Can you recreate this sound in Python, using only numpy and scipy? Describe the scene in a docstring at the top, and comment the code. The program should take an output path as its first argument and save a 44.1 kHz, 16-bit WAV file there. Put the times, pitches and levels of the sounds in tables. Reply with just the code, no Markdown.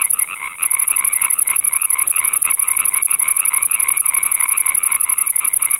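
"""A bush cricket trills close by, high and dry, at a near-steady tempo with one short rest:
on each opening and closing stroke a scraper slips over a toothed file and rings the wing.
Several tree frogs croak in turn, each croak a quick rattle of pulses ringing in throat and vocal sac.
Behind them lie the thin hiss of far insects and a faint outdoor rumble."""
import sys
import numpy as np
from scipy import signal
from scipy.fft import rfft, irfft
from scipy.io import wavfile
from scipy.ndimage import uniform_filter1d, minimum_filter1d

SR = 44100
rng = np.random.default_rng(int(sys.argv[2]) if len(sys.argv) > 2 else 0)


def waveform_to_disk(signal):
    """Save audio, clipped to [-1, 1], as 16-bit WAV at the path in sys.argv[1]."""
    frames = np.transpose(np.atleast_2d(signal))
    scaled = np.clip(frames, -1, 1) * 32767
    samples = np.round(scaled).astype(np.int16)
    wavfile.write(sys.argv[1], SR, samples)


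N = 255339


def gain_of(db):
    """Decibels to gain."""
    return 10 ** (np.asarray(db) / 20)


def unit_rms(x):
    """Normalises to rms 1."""
    return x / np.sqrt(np.mean(x ** 2) + 1e-20)


def curve_at(curve, hz):
    """Reads a curve on a log-frequency axis."""
    f, value = np.transpose(curve)
    return np.interp(np.log(hz + 1), np.log(f + 1), value)


def add(mix, start_s, sound):
    """Drops a sound into the mix, trimmed to fit."""
    at = round(start_s * SR)
    sound = sound[max(-at, 0):]
    part = mix[max(at, 0):][:len(sound)]
    part += sound[:len(part)]


def equalise(x, curve):
    """Applies an EQ curve."""
    return irfft(rfft(x) * gain_of(curve_at(curve, np.fft.rfftfreq(N, 1 / SR))), N)


def low_pass(x, hz):
    """Steep high cut."""
    return signal.fftconvolve(x, signal.firwin(511, hz, window=("kaiser", 9), fs=SR), "same")


def drift(rate_hz):
    """Random modulator of rms 1."""
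    t = np.arange(N) / SR
    knots = np.arange(0, t[-1] + 1, 1 / rate_hz)
    return unit_rms(np.interp(t, knots, rng.standard_normal(4096)[:len(knots)]))


# tone of the rumble: (frequency [Hz], relative level [dB])
RUMBLE_EQ = [(20, 1), (60, -3.5), (130, 0), (300, -2), (700, -4), (1100, -1.5), (1700, -6), (2300, -1),
             (3200, -7.5), (3950, -9), (4250, -42), (6000, -62)]
# its stereo image: (frequency [Hz], left-right correlation [0-1])
RUMBLE_CORRELATION = [(25, 1), (70, 0.85), (160, 0.19), (400, 0.61), (800, 0.99), (1500, 1)]


def rumble(level_db=-49, waver_db=3.0):
    """A bed of low outdoor noise, widest in the upper bass."""
    mid, side = rng.standard_normal((2, N))
    correlation = np.clip(curve_at(RUMBLE_CORRELATION, np.fft.rfftfreq(N, 1 / SR)), -1, 1)
    mid = irfft(rfft(mid) * np.sqrt(1 + correlation), N)
    side = irfft(rfft(side) * np.sqrt(1 - correlation), N)
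    bed = unit_rms(equalise(np.array([mid + side, mid - side]), RUMBLE_EQ))
    return gain_of(level_db + waver_db * drift(rate_hz=14)) * bed


# tone of the far insects: (frequency [Hz], relative level [dB])
INSECT_EQ = [(3000, -42), (5000, -33.5), (7000, -23), (8500, -7.5), (9600, 5.5), (10700, 0), (12000, -5),
             (14000, -16), (16000, -15)]


def far_insects(level_db=-36, waver_db=2.03, side_db=-14):
    """Many distant insects merge into a wavering hiss."""
    mid, side = (unit_rms(equalise(rng.standard_normal(N), INSECT_EQ)) for _ in range(2))
    hiss = mid + gain_of(side_db) * np.array([side, -side])
    return gain_of(level_db + waver_db * drift(rate_hz=39)) * hiss


def foliage(x, t60, predelay_s=0.0041):
    """Sparse reflections from leaves and ground, dying quickly."""
    t = np.arange(SR // 2) / SR
    taps = rng.standard_normal(len(t)) * (rng.random(len(t)) < .1)
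    taps *= (t > predelay_s) * gain_of(-60 * t / t60)
    return signal.fftconvolve(x, taps / np.linalg.norm(taps))[:N]


# frog presets by name: (upper ring [Hz], lower ring [Hz], lower ring level [dB], pulse length [ms],
# crescendo [dB], slowing [share, negative speeds up], pitch climb over the croak [share])
FROG_VOICES = {"deep": (2210, 1062.5, -4.5, 5.5, 8, 0.21, 0.05),
               "high": (2606, 1264, -5.5, 3.5, 6.5, -0.16, 0.08),
               "middle": (2288.5, 1186, -7.5, 6, 4.5, -0.12, .03),
               "low": (2150, 1001.5, -12.5, 4.5, 5, 0.29, 0),
               "quick": (2325, 1115.5, -3.5, 4.5, 2, 0, 0.07),
               "sharp": (2290, 1065, -10.5, 4, 8, 0.14, .025), "far": (2654, 1244.5, 3.5, 4, 0.5, -0.03, 0)}


def croak(start_s, voice, count, rate_hz, db, droop=0.0366, scatter=0.01401, detune=0.00622,
          uneven_db=0.54, skew=0.23, lower_lag_s=0.00055, lower_stretch=1.15):
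    """Pulses swell and lengthen; in each, two resonances sag in pitch as the pressure drops."""
    upper_hz, lower_hz, lower_db, length_ms, crescendo_db, slowing, climb = FROG_VOICES[voice]
    progress = np.linspace(0, 1, count)[:, None]
    chance = rng.standard_normal((12, 5))[:count, :, None]  # per pulse: level, two pitches, two phases
    tuning = 1 + detune * rng.standard_normal()
    pulse_s = (count - 1) / rate_hz * (progress + slowing * progress * (progress - 1))
    t = np.arange(-.012, pulse_s[-1, 0] + .02, 1 / SR) - pulse_s
    swell_db = crescendo_db * (count / 6.67) ** 1.7  # a longer croak starts more softly
    force = gain_of(db - swell_db * (progress / 0.69 - 1) ** 2 + uneven_db * chance[:, 0])
    half_s = length_ms / 1000 * (0.71 + 0.56 * progress) / 2

    def ring(hz, age, k):
        """One resonance, its attack quicker than its decay."""
        envelope = force * (1 + (age / (1 + skew * np.tanh(age))) ** 2 / 3) ** -3
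        pitch = hz * (tuning + climb * (progress - .7) + scatter * chance[:, k] - droop * np.tanh(age))
        cycles = np.cumsum(pitch, 1) / SR + chance[:, k + 2]
        return envelope * np.sin(2 * np.pi * cycles), envelope

    upper, envelope = ring(upper_hz, t / half_s, 1)
    lower, _ = ring(lower_hz, (t - lower_lag_s) / (half_s * lower_stretch), 2)
    rattle = (upper + gain_of(lower_db) * lower).sum(0)
    return start_s + t[0, 0], rattle, envelope.sum(0)


def distant_croaks(level_db=-44, spread_db=2, calls=34):
    """Faint frogs further back call at random and fill the pauses."""
    mix = np.zeros(N)
    for k, (when, who, loud) in enumerate(rng.random((calls, 3))):
        voice = list(FROG_VOICES)[int(who * len(FROG_VOICES))]
        db = level_db + spread_db * (2 * loud - 1)
        start_s, rattle, _ = croak((k + when) / calls * N / SR, voice, count=7, rate_hz=92, db=db)
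        add(mix, start_s, rattle)
    return mix


# cue list, one croak a row: (time [s], voice, pulses [count], pulse rate [Hz], relative level [dB])
CROAK_CUES = [(-.029, "high", 5, 78, -21), (-.015, "quick", 6, 115, -24), (.036, "low", 6, 122, -27),
              (.135, "far", 6, 81, -32.5), (.188, "low", 7, 106, -26), (.276, "high", 7, 92, -19.5),
              (.359, "low", 5, 99, -27), (.406, "deep", 6, 72.6, -20.5), (0.42, "quick", 7, 103, -29),
              (.473, "far", 5, 87, -35.5), (.498, "low", 7, 106, -29), (.585, "high", 6, 89, -20.5),
              (.618, "quick", 6, 118, -27.5), (.638, "low", 9, 115, -29), (.722, "deep", 4, 63, -21.5),
              (.772, "quick", 8, 98, -28), (0.79, "low", 7, 101, -27.5), (.884, "quick", 7, 110, -29.5),
              (.905, "high", 5, 88, -21), (.958, "deep", 7, 71.5, -22), (.974, "low", 7, 91, -31.5),
              (1.031, "quick", 5, 105, -28), (1.067, "middle", 7, 94, -24.5), (1.141, "low", 9, 100, -24),
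              (1.214, "deep", 6, 72.4, -21), (1.217, "high", 5, 95, -20), (1.238, "quick", 5, 92, -40),
              (1.297, "low", 5, 99, -28), (1.343, "far", 6, 82, -33.5), (1.405, "low", 4, 97, -42),
              (1.453, "low", 7, 97, -26), (1.492, "deep", 4, 71, -21), (1.5, "high", 6, 80, -23.5),
              (1.511, "quick", 5, 84, -32), (1.612, "middle", 7, 72, -28), (1.712, "deep", 5, 73, -23.5),
              (1.738, "sharp", 5, 104, -29), (1.76, "high", 9, 85, -23), (1.864, "quick", 5, 94, -33),
              (1.908, "deep", 9, 72.6, -21.5), (1.961, "far", 7, 65, -37), (1.996, "quick", 7, 122, -29),
              (2.115, "high", 7, 89, -20.5), (2.182, "deep", 7, 78.5, -21.5), (2.208, "quick", 10, 97, -40),
              (2.216, "middle", 7, 82, -26), (2.277, "sharp", 10, 110, -25), (2.295, "far", 6, 76, -32),
              (2.34, "far", 5, 115, -37), (2.442, "high", 6, 94, -20.5), (2.452, "deep", 6, 72, -22),
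              (2.575, "quick", 9, 104, -27.5), (2.633, "far", 6, 82, -35), (2.664, "deep", 7, 68, -21.5),
              (2.774, "sharp", 6, 110, -23), (2.776, "high", 6, 77, -22), (2.829, "quick", 7, 106, -28.5),
              (2.901, "deep", 9, 78.5, -22.5), (2.945, "sharp", 5, 120, -25.5),
              (2.955, "middle", 5, 68.6, -25), (3.073, "high", 8, 96, -24), (3.083, "quick", 8, 92, -28),
              (3.197, "deep", 7, 80, -23.5), (3.221, "middle", 8, 88, -25), (3.263, "quick", 8, 112, -28),
              (3.324, "quick", 8, 95, -29.5), (3.381, "high", 6, 83.6, -21.5),
              (3.429, "sharp", 7, 114, -24.5), (3.491, "far", 6, 93, -34), (3.508, "deep", 6, 67, -19.5),
              (3.54, "middle", 6, 60, -28), (3.594, "quick", 7, 124, -26.5), (3.674, "high", 9, 91, -21.5),
              (3.743, "sharp", 9, 104, -22), (3.795, "quick", 6, 90, -30.5), (3.833, "deep", 6, 69, -20),
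              (3.888, "middle", 9, 83, -26.5), (3.931, "sharp", 5, 110, -26), (4.02, "far", 6, 103, -34.5),
              (4.046, "quick", 8, 114, -26.5), (4.112, "deep", 6, 69.5, -20), (4.17, "sharp", 6, 105, -23),
              (4.215, "middle", 6, 81, -26), (4.24, "high", 7, 84, -31.5), (4.243, "quick", 9, 98, -26.5),
              (4.322, "low", 6, 89, -27), (4.35, "sharp", 7, 100, -23.5), (4.4, "deep", 5, 69, -19),
              (4.483, "quick", 9, 105, -24), (4.507, "high", 6, 70, -26), (4.571, "sharp", 8, 113, -24.5),
              (4.636, "deep", 8, 82, -20), (4.711, "low", 5, 88, -26.5), (4.766, "middle", 8, 83, -28),
              (4.77, "far", 6, 84, -34), (4.85, "quick", 7, 94, -27), (4.855, "far", 5, 85, -34.5),
              (4.895, "deep", 6, 72.6, -21), (4.912, "sharp", 7, 107, -28.5), (4.978, "far", 6, 93, -35),
              (5.043, "deep", 8, 74, -23.5), (5.061, "far", 7, 75, -36), (5.16, "far", 9, 89, -33.5),
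              (5.176, "low", 5, 109, -28.5), (5.216, "quick", 9, 107, -30), (5.326, "low", 6, 94, -28.5),
              (5.394, "middle", 6, 81, -25.5), (5.405, "quick", 8, 119, -28), (5.413, "far", 6, 81, -32.5),
              (5.486, "low", 6, 91, -29), (5.596, "quick", 8, 140, -29.5), (5.6, "far", 6, 84, -34),
              (5.655, "low", 4, 95, -24), (5.679, "middle", 9, 97, -24.5)]


def frogs(gain_db=2.5, rasp_db=-13, echo_db=-16, cutoff_hz=4080):
    """The chorus: ringing pulses, their rasp of air, and a short echo from the bushes."""
    chorus, airflow = distant_croaks(), np.zeros(N)
    for cue in CROAK_CUES:
        start_s, rattle, envelope = croak(*cue)
        add(chorus, start_s, rattle)
        add(airflow, start_s, envelope)
    chorus += gain_of(rasp_db) * rasp(airflow)
    chorus += gain_of(echo_db) * foliage(chorus, t60=0.16)
    return gain_of(gain_db) * low_pass(chorus, cutoff_hz)


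# tone of the air in a frog's pulse: (frequency [Hz], gain [dB])
RASP_EQ = [(40, 1), (150, -0.5), (400, 0.5), (800, 1), (1250, 15.5), (1700, 5), (2500, 15), (3100, 3),
           (3950, 1), (4200, -41), (6000, -70)]


def rasp(airflow):
    """Breath noise that rides the envelope of the pulses."""
    return equalise(airflow * rng.standard_normal(N), RASP_EQ)


# resonance of the cricket's wing: (frequency [Hz], relative level [dB])
WING_RESONANCE = [(3000, -78), (5000, -53), (6500, -44), (8000, -31), (9300, -17), (10000, -14),
                  (10400, 1.5), (10900, 3), (11500, -8), (12200, -6), (13400, -17), (14500, -34),
                  (15600, -24.5), (17000, -46)]


def wing_ring(sharpness=0.41, size=2048):
    """The wing's centred ring after one snap; sharpness 0 is a round burst, 1 a hard attack and tail."""
    log_gain = np.log(gain_of(curve_at(WING_RESONANCE, abs(np.fft.fftfreq(size, 1 / SR)))))
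    phase = -sharpness * signal.hilbert(log_gain).imag
    ring = np.fft.ifft(np.exp(log_gain + 1j * phase)).real
    return np.fft.fftshift(ring) / np.linalg.norm(ring)


# the cricket's phrases: (start [s], wing cycles [count])
PHRASES = [(.021, 3), (.633, 60)]
# its tempo, quickest just after the rest: (time [s], wing cycle rate [Hz])
WING_TEMPO = [(.2, 11.47), (.7, 12.08), (1.3, 11.638), (1.9, 11.669), (2.5, 11.484), (3.1, 11.758),
              (3.7, 11.497), (3.9, 11.59), (4.9, 11.613), (5.1, 11.299), (5.7, 11.476)]


def wing_cycles(close_share=0.33):
    """Opening and closing times in seconds; the wings close part-way through each cycle."""
    t = np.arange(N) / SR
    cycles = np.cumsum(np.interp(t, *np.transpose(WING_TEMPO))) / SR
    openings = np.concatenate([np.interp(s, t, cycles) + np.arange(count) for s, count in PHRASES])
    return np.interp(openings[:, None] + [0, close_share], cycles, t)


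def stroke(force, gap_ms=2.1, slowing_ms=16, rebound_ms=0.6465, rebound=0.77,
           jitter_ms=0.065, rebound_jitter_ms=0.024, uneven_db=0.5, size=2048):
    """The scraper slips ever more slowly over the file; each tooth snaps twice. Centred in its frame."""
    tooth = np.arange(-20, 7) + rng.random()
    late, loud, rebound_late = rng.standard_normal((3, len(tooth)))
    snap_ms = -slowing_ms * np.log(np.maximum(1 - tooth * gap_ms / slowing_ms, 1e-3)) + jitter_ms * late
    hit = (snap_ms > force[0][0]) & (snap_ms < force[-1][0])
    push = gain_of(np.interp(snap_ms, *np.transpose(force)) + uneven_db * loud)[hit]
    phase_per_ms = -2j * np.pi * np.fft.rfftfreq(size, 1000 / SR)[:, None]
    lag_ms = rebound_ms + rebound_jitter_ms * rebound_late[hit]
    snaps = np.exp(phase_per_ms * snap_ms[hit]) * (1 + rebound * np.exp(phase_per_ms * lag_ms))
    return np.fft.fftshift(irfft((snaps * push).sum(1))) / np.linalg.norm(push)


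# scraper force envelopes of the two strokes: (time from mid-stroke [ms], relative level [dB])
OPENING_FORCE = [(-6.5, -10), (-4.5, -5), (-3.5, 0.5), (3, 4), (4, 3.5), (5, -3), (5.5, -26), (13, -31)]
CLOSING_FORCE = [(-12, -20), (-10, -17), (-7, -9.5), (0.5, 0), (4.5, -3), (9, -4), (9, -25), (11, -38)]


def cricket(gain_db=23.5, open_db=-12, close_db=-11, spread_db=0.2,
            tick_db=-31, tick_spread_db=3, tick_chance=.72, tick_lead_s=0.0105, early_s=.0004):
    """Opening and closing strokes ring the wing; in most cycles the wings tick as they touch first."""
    snaps = np.zeros(N)
    for open_s, close_s in wing_cycles():
        tick_accent, open_dip, close_dip = rng.standard_normal(3)
        tick = stroke([(-1.5, 0), (2.2, 2)], gap_ms=0.91) * (rng.random() < tick_chance)
        hits = [(open_s - tick_lead_s, tick_db + tick_spread_db * tick_accent, tick),
                (open_s, open_db - spread_db * open_dip, stroke(OPENING_FORCE)),
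                (close_s, close_db - spread_db * close_dip, stroke(CLOSING_FORCE))]
        for centre_s, db, teeth in hits:
            add(snaps, centre_s - len(teeth) / 2 / SR - early_s, gain_of(db) * teeth)
    return gain_of(gain_db) * signal.fftconvolve(snaps, wing_ring(), "same")


def scene(left_db=0.7, right_db=1.5, leaves_db=-24.5):
    """The cricket a touch to the right among leaves, the frogs dead centre, hiss and rumble behind."""
    trill = cricket()
    panned = trill * gain_of([[left_db], [right_db]])
    leaves = gain_of(leaves_db) * np.array([foliage(trill, t60=0.13) for _ in range(2)])
    return frogs() + panned + leaves + far_insects() + rumble()


def record(dry, ceiling=.92, window=129, cutoff_hz=15900):
    """A fast limiter eases peaks near full scale, followed by a high cut."""
    needed_gain = np.minimum(1, ceiling / (abs(dry).max(0) + 1e-9))
    smooth_gain = uniform_filter1d(minimum_filter1d(needed_gain, window), window)
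    return np.array([low_pass(channel, cutoff_hz) for channel in dry * smooth_gain])


dry = scene()
out = record(dry)
waveform_to_disk(out)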